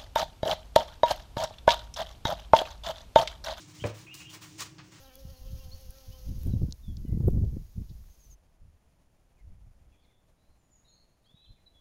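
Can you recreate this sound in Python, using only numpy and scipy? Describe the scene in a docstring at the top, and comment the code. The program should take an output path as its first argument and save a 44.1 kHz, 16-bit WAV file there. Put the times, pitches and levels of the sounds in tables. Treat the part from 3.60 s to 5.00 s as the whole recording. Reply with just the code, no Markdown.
"""Hands brush over cloth, then a table top knocks as a plastic ruler lands on the cloth covering it.
A thin squeak rises in short slips while the ruler is pressed into place. Plastic and fingernails tick;
threads catch and let go under the hands, which make one short, firm scrape.
A low rumble and a wavering hum lie underneath, in a small room."""
import sys
import numpy as np
from scipy import signal
from scipy.fft import rfft, irfft
from scipy.io import wavfile

SR = 44100
rng = np.random.default_rng(int(sys.argv[2]) if len(sys.argv) > 2 else 0)


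def dump_mix(stems):
    """Bounce the given channels to the path in sys.argv[1] as a 16-bit WAV at rate SR."""
    frames = np.atleast_2d(stems).T  # one column per channel
    limited = np.clip(frames, -1, 1)  # hard clip at full scale
    pcm = np.round(limited * 32767).astype(np.int16)
    wavfile.write(sys.argv[1], SR, pcm)


N = 61739
T = np.arange(N) / SR


def from_db(db):
    """Decibels to gain."""
    return 10 ** (np.asarray(db) / 20)


def unit_rms(x):
    """Scale to unit power."""
    return x / np.sqrt(np.mean(x ** 2) + 1e-20)


def lowpass(x, hz, order=2):
    """Butterworth low-pass."""
    return signal.sosfilt(signal.butter(order, min(hz, .45 * SR), fs=SR, output="sos"), x)


def colour(x, spectrum):
    """Filter by a (freq_hz, gain_db) curve, then scale to unit power."""
    freq_hz, gain_db = np.transpose(spectrum)
    bins_hz = np.maximum(np.fft.rfftfreq(N, 1 / SR), 1)
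    gain = from_db(np.interp(np.log(bins_hz), np.log(freq_hz), gain_db))
    return unit_rms(irfft(rfft(x) * gain, N))


def noise(spectrum):
    """Coloured Gaussian noise, unit power."""
    return colour(rng.standard_normal(N), spectrum)


def drift(rate_hz):
    """Random wander below rate_hz, unit power."""
    return unit_rms(lowpass(rng.standard_normal(2 * N), rate_hz)[N:])


def decay(start_s, t60_s):
    """Sudden start, exponential fall."""
    return (T >= start_s) * np.exp(-np.log(1000) * np.maximum(T - start_s, 0) / t60_s)


# Rumble and faint hiss: freq_hz, gain_db
RUMBLE_SPECTRUM = [(25, -9), (55, -3), (95, -1), (175, 0), (245, -17.5), (340, -8.5), (470, -20.5),
                   (1000, -21), (2100, -25), (2800, -25), (4200, -36.5), (5600, -22.5), (9200, -44),
                   (11500, -64), (15500, -35)]
# Hum tones: pitch_hz, rms_db
HUM_TONES = [(106, -61), (138, -62), (312, -61)]

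def background():
    """Steady room rumble and a hum whose tones waver in pitch and level."""
    hum = np.zeros(N)
    for pitch_hz, rms_db in HUM_TONES:
        amplitude = np.sqrt(2) * from_db(rms_db + 3.5 * drift(rate_hz=28))
        wavering_hz = pitch_hz * (1 + .025 * drift(rate_hz=25))
        hum += amplitude * np.sin(2 * np.pi * np.cumsum(wavering_hz) / SR)
    return from_db(-56.5) * noise(RUMBLE_SPECTRUM) + hum


# Table and wall reflections: delay_s, gain_db
REFLECTIONS = [(.0013, -48), (.0037, -20.5), (.0071, -20), (0.0113, -17.5)]

def room(x, tail_db):
    """Direct sound, near reflections and a dull, diffuse tail."""
    echoes = sum(from_db(gain_db) * np.interp(T - delay_s, T, x, left=0)
                 for delay_s, gain_db in REFLECTIONS)
    tail = lowpass(rng.standard_normal(N), hz=6600, order=1) * decay(start_s=.0046, t60_s=.31)
    reverb = signal.fftconvolve(x, tail / np.sqrt(np.sum(tail ** 2)))[:N]
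    return from_db(-1) * (x + echoes) + from_db(tail_db) * reverb


def weave(spectrum, grains_per_s=3900, spread_db=1.5):
    """Threads catch and let go: dense, uneven grains over a smooth hiss."""
    sizes = from_db(spread_db * np.minimum(rng.exponential(1, N), 4))
    signs = rng.choice([-1, 1], N)
    grains = unit_rms(sizes * signs * (rng.random(N) < grains_per_s / SR))
    return colour(grains + .64 * rng.standard_normal(N), spectrum)


# Light brushing, pressed rubbing, fine fibres: freq_hz, gain_db
SWISH_SPECTRUM = [(300, -17), (1000, -34), (2200, -3.5), (4000, 0), (6800, 2), (9000, -7), (12000, -24),
                  (15500, -32)]
FRICTION_SPECTRUM = [(150, -9), (490, -6), (760, -5), (1050, 1), (1600, -1), (2200, 0), (4000, -4.5),
                     (6500, -13.5), (9000, -45), (14000, -66)]
SIZZLE_SPECTRUM = [(3000, -52), (8000, 3.5), (10500, 2.5), (13000, -8.5), (15200, 11), (16000, -2.5)]
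# Hand strokes: start_s, rise_s, hold_s, t60_s, level_db, friction_rel_db, sizzle_rel_db
HAND_STROKES = [(-0.02, 0.023, 0.017, 0.25, -52.5, -13, -18), (0.07, .02, 0.034, 0.08, -60, -3.5, -8),
                (0.134, 0.014, 0.093, 0.13, -55.5, -8, -12.5), (0.246, 0.0074, 0.049, 0.1, -57, 5.5, -9),
                (0.334, 0.017, .01, 0.17, -57.5, -0.5, -4), (0.365, 0.027, 0.024, 0.38, -57.5, -2, -7.5),
                (0.526, 0.039, 0.0091, 0.18, -55, -19, -4.5), (0.578, 0.024, 0.019, 0.22, -53, -5, -11.5),
                (0.689, 0.015, 0.035, 0.12, -55, -8, -6), (0.726, 0.016, 0.013, 0.16, -54.5, 3, -5),
                (0.807, .018, 0.015, 0.21, -52, 1, -5), (0.848, 0.06, 0.12, 0.75, -60, -17, -15),
                (0.977, 0.023, 0.0021, 0.05, -43, -3, -10), (1.002, 0.0097, 0.013, 0.042, -41.5, -0.5, -11),
                (1.016, 0.0047, 0.019, .05, -53.5, -3, -3), (1.051, 0.0051, 0.0092, 0.072, -57.5, 5.5, -8),
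                (1.181, 0.0099, 0.0051, 0.16, -70.5, 20.5, -35), (1.228, 0.018, 0.043, .2, -68, -9, -9.5),
                (1.31, 0.013, 0.067, .2, -60.5, 1, -13)]

def cloth_strokes():
    """Hands swish over cloth; pressure adds darker friction, speed a fine sizzle."""
    swish, friction, sizzle = weave(SWISH_SPECTRUM), weave(FRICTION_SPECTRUM), weave(SIZZLE_SPECTRUM)
    out = np.zeros(N)
    for start_s, rise_s, hold_s, t60_s, level_db, friction_rel_db, sizzle_rel_db in HAND_STROKES:
        swell = np.clip((T - start_s) / rise_s, 0, 1)
        release = from_db(-60 * np.maximum(T - start_s - rise_s - hold_s, 0) / t60_s)
        rub = swish + from_db(friction_rel_db) * friction + from_db(sizzle_rel_db) * sizzle
        out += from_db(level_db) * swell * release * rub
    return out


# Hard contact: freq_hz, gain_db
TICK_SPECTRUM = [(300, -46), (1000, -3), (2500, -3.5), (5000, 5), (7500, 1.5), (12000, -10), (15500, 1)]
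# Plastic and fingernail touches: start_s, level_db, lowpass_hz
LIGHT_TOUCHES = [(0.2626, -39.5, 10700), (0.27, -40.5, 16000), (0.542, -38, 15700), (0.5502, -38.5, 16000),
                 (0.748, -43.5, 15800), (0.762, -54, 10800), (0.9955, -31.5, 6950), (1.0057, -28, 13100),
                 (1.183, -40, 4930), (1.197, -55, 3250)]

def ticks():
    """Small hard contacts that die at once."""
    crack = noise(TICK_SPECTRUM)
    return sum(from_db(level_db) * lowpass(crack * decay(start_s, t60_s=.028), lowpass_hz, order=4)
               for start_s, level_db, lowpass_hz in LIGHT_TOUCHES)


# Ruler slips: start_s, length_s, from_hz, to_hz, level_db
RULER_SLIPS = [(0.195, 0.035, 2990, 3220, -47.5), (0.463, 0.046, 2492, 2596, -48),
               (0.506, 0.036, 2787, 2868, -46), (0.52, 0.024, 2566, 2540, -53),
               (0.544, .048, 2842, 2840, -55), (0.597, 0.044, 2580, 2508, -49.5),
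               (0.598, .04, 2800, 2850, -52), (0.64, 0.037, 2830, 2890, -49.5),
               (0.665, 0.0475, 3170, 3320, -57), (0.687, 0.0253, 2853, 2920, -47.5)]

def ruler_squeaks(jitter=.05, fade_s=.006):
    """The pressed ruler slips in short, unsteady tones, each gliding a little."""
    out = np.zeros(N)
    for start_s, length_s, from_hz, to_hz, level_db in RULER_SLIPS:
        end_s = start_s + length_s
        glide_hz = np.interp(T, [start_s, end_s], [from_hz, to_hz])
        pitch_hz = glide_hz * (1 + jitter * drift(rate_hz=700))
        envelope = np.clip(np.minimum(T - start_s, end_s - T) / fade_s, 0, 1)
        out += from_db(level_db) * envelope * np.sin(2 * np.pi * np.cumsum(pitch_hz) / SR)
    return out


# Pushes on the table as the ruler comes down: start_s, level_db
HAND_PUSHES = [(0.188, -40), (0.2209, -26), (0.2474, -22)]

def hand_thumps(pitch_hz=108, t60_s=.047):
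    """Soft pushes on the table, damped by the hand within a few cycles."""
    out = np.zeros(N)
    for start_s, level_db in HAND_PUSHES:
        out += from_db(level_db) * decay(start_s, t60_s) * np.sin(2 * np.pi * pitch_hz * (T - start_s))
    return lowpass(out, hz=350)


# Dense, short ring of the ruler: freq_hz, gain_db
CLACK_SPECTRUM = [(60, 9.5), (250, -5), (500, 7.5), (900, -2.5), (1400, -5), (2400, 1.5), (3200, -7.5),
                  (5000, -18), (12000, -44)]
# Landing and settling: start_s, rel_db, lowpass_hz
RULER_CONTACTS = [(0.2395, -3.5, 3100), (0.2445, 0, 705), (0.255, -2.5, 920), (0.274, -13.5, 2010),
                  (0.298, -7, 640)]

def ruler_clacks(level_db=-24):
    """Each contact of the ruler is a short clack with its own loudness and brightness."""
    out = np.zeros(N)
    for start_s, rel_db, lowpass_hz in RULER_CONTACTS:
        ring = noise(CLACK_SPECTRUM) * decay(start_s, t60_s=.055)
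        out += from_db(level_db + rel_db) * lowpass(ring, lowpass_hz)
    return out


# Table top resonances: pitch_hz, level_db, t60_s
TABLE_TOP_MODES = [(84, -37, .14), (108, -32, .48), (195, -37, .19), (240, -45, .12), (294, -44, .22),
                   (430, -34, .08), (471, -31, .19), (533, -35, .18), (584, -39, .2), (651, -43, .17),
                   (712, -40, .15), (886, -43, .13), (975, -44, .12), (1177, -45, .15), (1740, -47, .1),
                   (2030, -45, .09), (2610, -45, .09)]

def table_knock(landing_s=.2398, rise_s=.006):
    """The landing, cushioned by the cloth, sets the table's modes ringing."""
    age_s = T - landing_s
    ring = sum(from_db(level_db) * decay(landing_s, t60_s) * np.sin(2 * np.pi * pitch_hz * age_s)
               for pitch_hz, level_db, t60_s in TABLE_TOP_MODES)
    return np.clip(age_s / rise_s, 0, 1) * ring


def scene():
    """Landing, handling and squeaks over the room's background; mono."""
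    landing = hand_thumps() + table_knock() + room(ruler_clacks(), tail_db=-10.5)
    handling = room(ticks() + cloth_strokes(), tail_db=-13.5)
    squeaks = room(ruler_squeaks(), tail_db=-7)
    return (landing + handling + squeaks + background())[None]


def record(dry, low_cut_hz=79, high_cut_hz=15900):
    """A small microphone loses the deep bass; the top is cut steeply."""
    low_cut = signal.butter(2, low_cut_hz, "high", fs=SR, output="sos")
    high_cut = signal.ellip(10, .1, 60, high_cut_hz, fs=SR, output="sos")
    return signal.sosfiltfilt(high_cut, signal.sosfilt(low_cut, dry))


dry = scene()
out = record(dry)
dump_mix(out)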